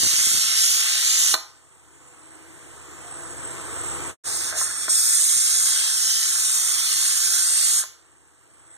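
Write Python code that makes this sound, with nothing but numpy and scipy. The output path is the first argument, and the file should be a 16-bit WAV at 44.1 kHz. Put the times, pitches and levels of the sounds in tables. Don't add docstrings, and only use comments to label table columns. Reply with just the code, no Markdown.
import sys
import numpy as np
from scipy import signal
from scipy.fft import rfft, irfft, next_fast_len
from scipy.io import wavfile
from scipy.ndimage import uniform_filter1d, map_coordinates

SR = 44100
rng = np.random.default_rng(int(sys.argv[2]) if len(sys.argv) > 2 else 0)


def decibels_to_gain(level_db):
    exponent = np.asarray(level_db, float) / 20
    return 10 ** exponent


def unload_wav(signal):
    wavfile.write(
        sys.argv[1],
        SR,
        np.round(np.clip(np.atleast_2d(signal).T, -1, 1) * 32767).astype(np.int16),
    )


N = 386757

# start_s, steam_flow_db, gap_pinch (0 wide - 1 tight)
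LIFTS = [
    [(0, -21.5, .2), (.1, -21.5, 0.15), (.7, -22, 0.075), (1.15, -21.5, 0), (1.335, -22.5, 0.16)],
    [(4.25, -29.5, .6), (4.5, -28, 0.42), (4.535, -38, .4), (4.585, -24, 0.39), (4.64, -29, 1),
     (4.69, -33.5, 0.56), (4.79, -33, 0.92), (4.83, -29, 0.56), (4.88, -33.5, 0.52)],
    [(4.897, -24.5, 1), (5.2, -21.5, 0.64), (5.7, -22, 0.46), (5.95, -22, 0.23), (6.25, -23, 0.2),
     (6.6, -22, 0.41), (7.15, -22.5, 0.33), (7.795, -23, .8), (7.83, -32.5, .5)],
]
FIRST_SHUT_S, NUDGED_SHUT_S, SECOND_SHUT_S = [lift[-1][0] for lift in LIFTS]
SECOND_OPEN_S = LIFTS[2][0][0]
SECOND_TAKE_S = 4.237


def unit(x):
    return x / np.sqrt(np.mean(x ** 2) + 1e-20)


def along(points, hz):
    f, v = np.transpose(points)
    return np.interp(np.log(hz + 1), np.log(f + 1), v)


def curves(rows):
    s, *cols = np.transpose(rows)
    return [np.interp(np.arange(N) / SR, s, c) for c in cols]


def wobble(knots_per_s):
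    coarse = np.arange(0, N + 16, 16)
    knots = rng.standard_normal(int(N * knots_per_s / SR) + 4)
    return np.interp(np.arange(N), coarse, map_coordinates(knots, [coarse * knots_per_s / SR]))


def filtered(x, response):
    m = next_fast_len(N + SR // 2)
    return irfft(rfft(x, m) * response(np.fft.rfftfreq(m, 1 / SR)), m)[..., :N]


def high_pass(x, corner_hz):
    return filtered(x, lambda hz: (1j * hz / (corner_hz + 1j * hz)) ** 2)


def humps(modes, hz):
    return np.sqrt(sum(decibels_to_gain(2 * db) / (1 + (2 * (hz - c) / w) ** 2) ** 2 for c, w, db in modes))


def smooth_field(shape, bins, frames):
    field = uniform_filter1d(rng.standard_normal(shape), size=bins, axis=0)
    return unit(uniform_filter1d(field, size=frames, axis=1))


def turbulence(patchy_db, channels=1):
    z = signal.stft(rng.standard_normal((channels, N)), nperseg=512)[2]
    patches = decibels_to_gain(patchy_db * smooth_field(z.shape[1:], 3, 40))
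    return signal.istft(z * patches, nperseg=512)[1][:, :N]


def jet():
    # hz, db_per_hz
    jet_colour = [(40, -25.5), (300, -29.5), (800, -21), (1300, -12.5), (2200, -8), (3000, -9.5),
                  (4000, -10.5), (5000, -6), (6500, -2.5), (8000, 3.5), (9500, 0.7), (11000, -8),
                  (13000, -15.5), (15000, -20.5)]
    # centre_hz, width_hz, level_db
    vent_modes = [(1474, 600, 2), (5030, 2500, -2), (7120, 470, -4.5), (8680, 790, -2.5)]
    # hz, share
    port_share = [(300, .02), (3000, 0.15), (6000, 0.28), (9000, 0.14), (14000, .3)]
    # centre_hz, extra_db, room_t60_s
    jet_bands = [(6870, 1.5, 0.34), (1580, 0.5, 0.5), (3670, 2, 0.47), (8350, -0.5, 0.12)]
    # level_db, db_per_flow_db, full_pinch_db, phone_turned_away_db
    band_answer = [(-3, 1.28, 2.8, -1.1), (-18.5, 0.06, -1, 0), (-6, 0.99, -4, -3), (-9, 1.14, 11, 0.95)]
    full_flow_db, shut_s, surge_db, wall_share = -21.5, 0.018, 1.06, 0.15

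    both, own = turbulence(patchy_db=2.0, channels=2)
    own = filtered(own, lambda hz: np.clip(along(port_share, hz), 0, 1))
    pair = filtered(np.array([both + own, both - own]),
                    lambda hz: decibels_to_gain(along(jet_colour, hz)) * np.hypot(1, humps(vent_modes, hz)))
    flow_db, pinch = curves(sum(LIFTS, []))
    s = np.arange(N) / SR
    turned = s > SECOND_TAKE_S
    last_shut_s = np.where(turned, SECOND_SHUT_S, FIRST_SHUT_S)
    lifted = ((last_shut_s - s) / shut_s + 1).clip(0, 1)
    eddies = unit(decibels_to_gain(0.63 * wobble(350) + 0.33 * wobble(40)))

    steam = 0
    for (centre_hz, extra_db, t60_s), answer in zip(jet_bands, band_answer):
        db, follows, pinch_db, turned_db = answer
        share = [(c, c == centre_hz) for c, *_ in sorted(jet_bands)]
        share.append((12000, centre_hz == jet_bands[0][0]))
        band = filtered(pair, lambda hz: along(share, hz))
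        band_db = full_flow_db + db + follows * (flow_db - full_flow_db)
        band_db = band_db + pinch_db * pinch + turned_db * turned
        direct_power = (lifted * eddies * decibels_to_gain(band_db + extra_db + surge_db * wobble(6))) ** 2
        keep = 10 ** (-6 / (t60_s * SR))
        wall_power = wall_share * signal.lfilter([1 - keep], [1, -keep], direct_power)
        steam = steam + np.sqrt(direct_power + wall_power) * unit(band)
    return steam


def handling():
    # start_s, peak_db
    thumps = [(.008, -31), (.025, -30), (.036, -21), (.052, -24), (.061, -28), (.07, -23), (.138, -29),
              (.188, -33), (.21, -32), (.272, -26), (.32, -31), (.341, -30), (.352, -26), (.367, -35),
              (.383, -30), (.447, -37), (5.201, -36), (5.371, -32), (6.798, -48), (7.749, -48)]
    push_ms, tick_s = 3.1, 0.00015
    tick_db, tick_db_per_db = -11, 0.5

    def push(u):
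        return u * (1 - u / 3) * np.exp(-u)

    out, t = np.zeros(N + SR), np.arange(SR // 20) / SR
    varied_ms = push_ms * rng.uniform(0.75, 1.25, len(thumps))
    for (start_s, db), ms in zip(thumps, varied_ms):
        tick = decibels_to_gain(tick_db + tick_db_per_db * (db + 30)) * push(t / tick_s)
        shape = push(t / (ms / 2000)) - tick
        first = max(round((start_s - ms / 1000) * SR), 0)
        out[first:][:len(t)] += decibels_to_gain(db + 13) * shape
    return high_pass(out[:N], 65)


def weight():
    # start_s, peak_db, high_modes_db, hollow_mode_db
    knocks = [(1.3405, 0, 2, -22), (1.343, -1, 1, -16), (1.351, -6, -3, -10), (4.512, -24, -15, -15),
              (7.838, -16, -12, -20), (4.526, -17, -14, -6), (4.54, -36, -20, 15), (4.553, -35, -20, 15),
              (4.566, -37, -20, 15), (4.614, -9, -16, -24), (4.882, -9, -18, -5)]
    # mode_hz, level_db, t60_s, group (0 body, 1 high, 2 hollow)
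    lid_modes = [(350, -8, .03, 2), (480, -6, .02, 2), (660, 0, .045, 2), (850, -12, .012, 0),
                 (1060, -11, .05, 0), (1250, -4, .01, 0), (1430, -2, .012, 0), (1750, -3, .01, 0),
                 (2300, -4, .009, 1), (2900, -4, .009, 1), (3600, -3, .009, 1), (3950, -1, .009, 1),
                 (4150, 1, .02, 1)]
    crack_t60_s, rise_s = 0.026, 0.0003

    out, t = np.zeros(N + SR), np.arange(SR // 4) / SR
    for start_s, db, high_db, hollow_db in knocks:
        ring = 0
        for hz, level_db, t60_s, group in lid_modes:
            mode_db = level_db + (0, high_db, hollow_db)[int(group)] + rng.normal(0, 2.2)
            ring = ring + decibels_to_gain(mode_db - 60 * t / t60_s) * np.sin(2 * np.pi * hz * t)
        crack = np.diff(uniform_filter1d(rng.standard_normal(len(t) + 1), size=9))
        crack = crack * decibels_to_gain(high_db + 7 - 60 * t / crack_t60_s)
        rise = 1 - np.exp(-t / rise_s)
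        out[round(start_s * SR):][:len(t)] += decibels_to_gain(db - 8) * (ring + crack) * rise
    return high_pass(out[:N], 330)


def kitchen(x):
    # hz, t60_s
    wall_decay = [(200, 0.16), (1000, 0.49), (4000, 0.28), (10000, 0.24), (15000, 0.067)]
    hz, t, z = signal.stft(rng.standard_normal(SR // 2), SR, nperseg=256)
    tail = signal.istft(z * decibels_to_gain(-60 * t / along(wall_decay, hz)[:, None]), SR, nperseg=256)[1]
    return signal.fftconvolve(np.pad(x, (200, 0)), tail / np.linalg.norm(tail))[:N]


def gas_flame(both, own):
    # hz, db_per_hz
    flame_colour = [(40, -18.5), (110, 3), (220, -9), (320, 1), (600, -7.5), (1200, -2.5), (1800, -4.5),
                    (2600, -8.5), (4500, -17.5), (6500, -13), (9000, -10.5), (11500, -25), (13000, -20.5),
                    (14500, -26.5)]
    pair = np.array([both + 0.07 * own, both - 0.1 * own])
    return unit(filtered(pair, lambda hz: decibels_to_gain(along(flame_colour, hz))))


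def seat_leak(apart):
    # centre_hz, width_hz, level_db
    seat_modes = [(7780, 190, 0), (7950, 260, -6), (7250, 260, -11), (7700, 1600, -15)]
    reseated_db, grows_db_per_s = -0.5, 0.5
    seat = turbulence(patchy_db=4.0)[0]
    pair = np.array([seat + 0.18 * apart, seat - 0.13 * apart])
    leak = unit(filtered(pair, lambda hz: humps(seat_modes, hz)))
    s = np.arange(N) / SR
    since_s = s - np.where(s > SECOND_TAKE_S, SECOND_SHUT_S, FIRST_SHUT_S)
    return leak * decibels_to_gain(reseated_db + grows_db_per_s * since_s.clip(0))


def motor():
    # line_hz, level_db
    hum_lines = [(73.5, -4.5), (146.5, -10), (331, -12), (488, -13), (653, -14.5), (1290, -16.5)]
    hum = 0
    for hz, db in hum_lines:
        level = decibels_to_gain(db + 2 * wobble(7))
        phase = 2 * np.pi * np.cumsum(hz * (1 + 0.012 * wobble(11))) / SR
        hum = hum + level * np.sin(phase)
    return hum


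def horns():
    # start_s, end_s, first_hz, last_hz, level_over_kitchen_db, overtone_db
    horn_calls = [
        (1.847, 2.05, 344, 348, -9, -12),
        (2.199, 2.654, 321, 332.5, -6.5, -10),
        (2.941, 3.244, 719, 637, -14, -25),
    ]
    out, waver_hz = np.zeros(N), 10 * wobble(30)
    for start_s, end_s, first_hz, last_hz, db, over_db in horn_calls:
        u = np.linspace(0, 1, round((end_s - start_s) * SR))
        pitch_hz = first_hz + (last_hz - first_hz) * u ** 2 + waver_hz[:len(u)]
        phase = 2 * np.pi * np.cumsum(pitch_hz) / SR
        tone = np.sin(phase) + decibels_to_gain(over_db) * u * (np.sin(2 * phase) + 2 * np.sin(3 * phase))
        swell = np.sqrt(np.sin(np.pi * u).clip(0))
        out[round(start_s * SR):][:len(u)] += decibels_to_gain(db) * swell * tone
    return out * decibels_to_gain(4 * wobble(16))


def gain_db():
    held_db, settle_s, recover_db_per_s, ceiling_db = -57, 0.29, 10, -34.5
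    reopen_db, sag_db = -38, 8.5
    s = np.arange(N) / SR

    def climb(shut_s):
        return np.clip(held_db + recover_db_per_s * (s - shut_s - settle_s), held_db, ceiling_db)

    nudged = np.interp(s, [SECOND_TAKE_S, NUDGED_SHUT_S, SECOND_OPEN_S + 0.05],
                       [reopen_db, reopen_db - sag_db, held_db])
    second = np.maximum(nudged, climb(SECOND_SHUT_S + 0.25)) - 1.8 * (s > SECOND_OPEN_S)
    return np.where(s < SECOND_TAKE_S, climb(FIRST_SHUT_S), second)


def quiet_kitchen():
    both, own = turbulence(patchy_db=1.1, channels=2)
    flame = gas_flame(both, own)
    leak = decibels_to_gain(1.5 + 1.3 * wobble(1.1)) * seat_leak(own[::-1])
    return decibels_to_gain(gain_db()) * (flame + leak + decibels_to_gain(-3.0) * motor() + horns())


def scene():
    knocks = weight()
    return jet() + knocks + decibels_to_gain(-12.5) * kitchen(knocks) + quiet_kitchen() + handling()


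def band_thinning(left, right):
    # hz, drift_rms_rad
    side_drift = [(100, 0.25), (500, 1.08), (4300, 1.2), (5500, 0.55), (8000, .5), (9500, 1.1), (12000, 1)]
    # hz, margin_db
    under_near = [
        [(300, 30), (1500, 19.5), (2480, 12), (4970, 10), (7600, 25), (10050, 8.5), (12400, 11), (14500, 10)],
        [(300, 33), (1220, 12), (3720, 7.5), (6250, 17), (8920, 9.5), (11300, 7), (13800, 15), (15000, 12)],
    ]
    # hz, margin_db
    under_top = [(150, 42), (260, 48), (11000, 50), (14500, 31), (15300, 25)]
    near_unsure_db, top_unsure_db, top_hz = 1.5, 8, 15480
    starved_hz, starved_width_hz, starved_start_db, easing_db_per_s = 2750, 900, 11, 2

    hz, t, z = signal.stft(np.array([left + right, left - right]) / 2, SR, nperseg=1024)
    z[1] *= np.exp(1j * along(side_drift, hz)[:, None] * smooth_field(z.shape[1:], 5, 6))
    bands, blocks = np.arange(0, len(hz), 4), np.arange(0, len(t), 4)
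    power = np.add.reduceat(abs(z) ** 2, bands, axis=1)
    power = np.add.reduceat(power, blocks, axis=2) + 1e-30
    band_hz, block_s = hz[bands] + 65, t[blocks]

    in_second = (block_s > SECOND_TAKE_S) & (block_s < SECOND_SHUT_S)
    easing_db = (starved_start_db - easing_db_per_s * (block_s - SECOND_TAKE_S)) * in_second
    starved_db = np.outer(abs(band_hz - starved_hz) < starved_width_hz / 2, easing_db)
    middle_db, side_db = [along(points, band_hz)[:, None] for points in under_near]
    margin_db = np.array([middle_db - starved_db, side_db - 0 * starved_db])

    doubt = rng.standard_normal((2,) + power.shape)
    near = uniform_filter1d(power.sum(axis=0), size=13, axis=0)
    near = near * decibels_to_gain(2 * (near_unsure_db * doubt[0] - margin_db))
    top_margin_db = along(under_top, band_hz)[:, None]
    top = power.max(axis=(0, 1)) * decibels_to_gain(2 * (top_unsure_db * doubt[1] - top_margin_db))
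    kept = (power > np.maximum(near, top)).repeat(4, axis=1).repeat(4, axis=2)
    z *= kept[:, :len(hz), :len(t)]
    mid, side = signal.istft(z * (hz < top_hz)[:, None], SR, nperseg=1024)[1][:, :N]
    return np.array([mid + side, mid - side])


def join():
    fade_out_s, fall_s, fall_bend, rise_s = 4.1, 0.074, 2.8, 0.037
    s = np.arange(N) / SR
    fall = (1 - (s - fade_out_s) / fall_s).clip(0, 1) ** fall_bend
    rise = ((s - SECOND_TAKE_S) / rise_s).clip(0, 1)
    return np.where(s < SECOND_TAKE_S, fall, rise)


def roll_off(x):
    return signal.sosfilt(signal.butter(12, 15570, fs=SR, output="sos"), x)


def record(dry):
    # hz, level_db
    left_shade = [(4500, 1.5), (6000, -3.5), (8000, -2.5), (9500, -4.5), (12000, -3)]
    # hz, half_cycles
    port_phase = [(130, .07), (330, .29), (1220, .02), (6250, -.02), (8920, -.16), (11000, .04),
                  (14000, -.02), (16200, -1.3)]
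    lag_s = 1 / 2490

    def lag(hz):
        half_cycles = 2 * lag_s * hz + np.interp(hz, *np.transpose(port_phase))
        return np.exp(-1j * np.pi * half_cycles)

    left = filtered(dry[0], lambda hz: lag(hz) * decibels_to_gain(along(left_shade, hz) / 2))
    right = filtered(-dry[1], lambda hz: decibels_to_gain(-along(left_shade, hz) / 2))
    mix = band_thinning(left, right) * join()
    return roll_off(mix)


dry = scene()
out = record(dry)
unload_wav(out)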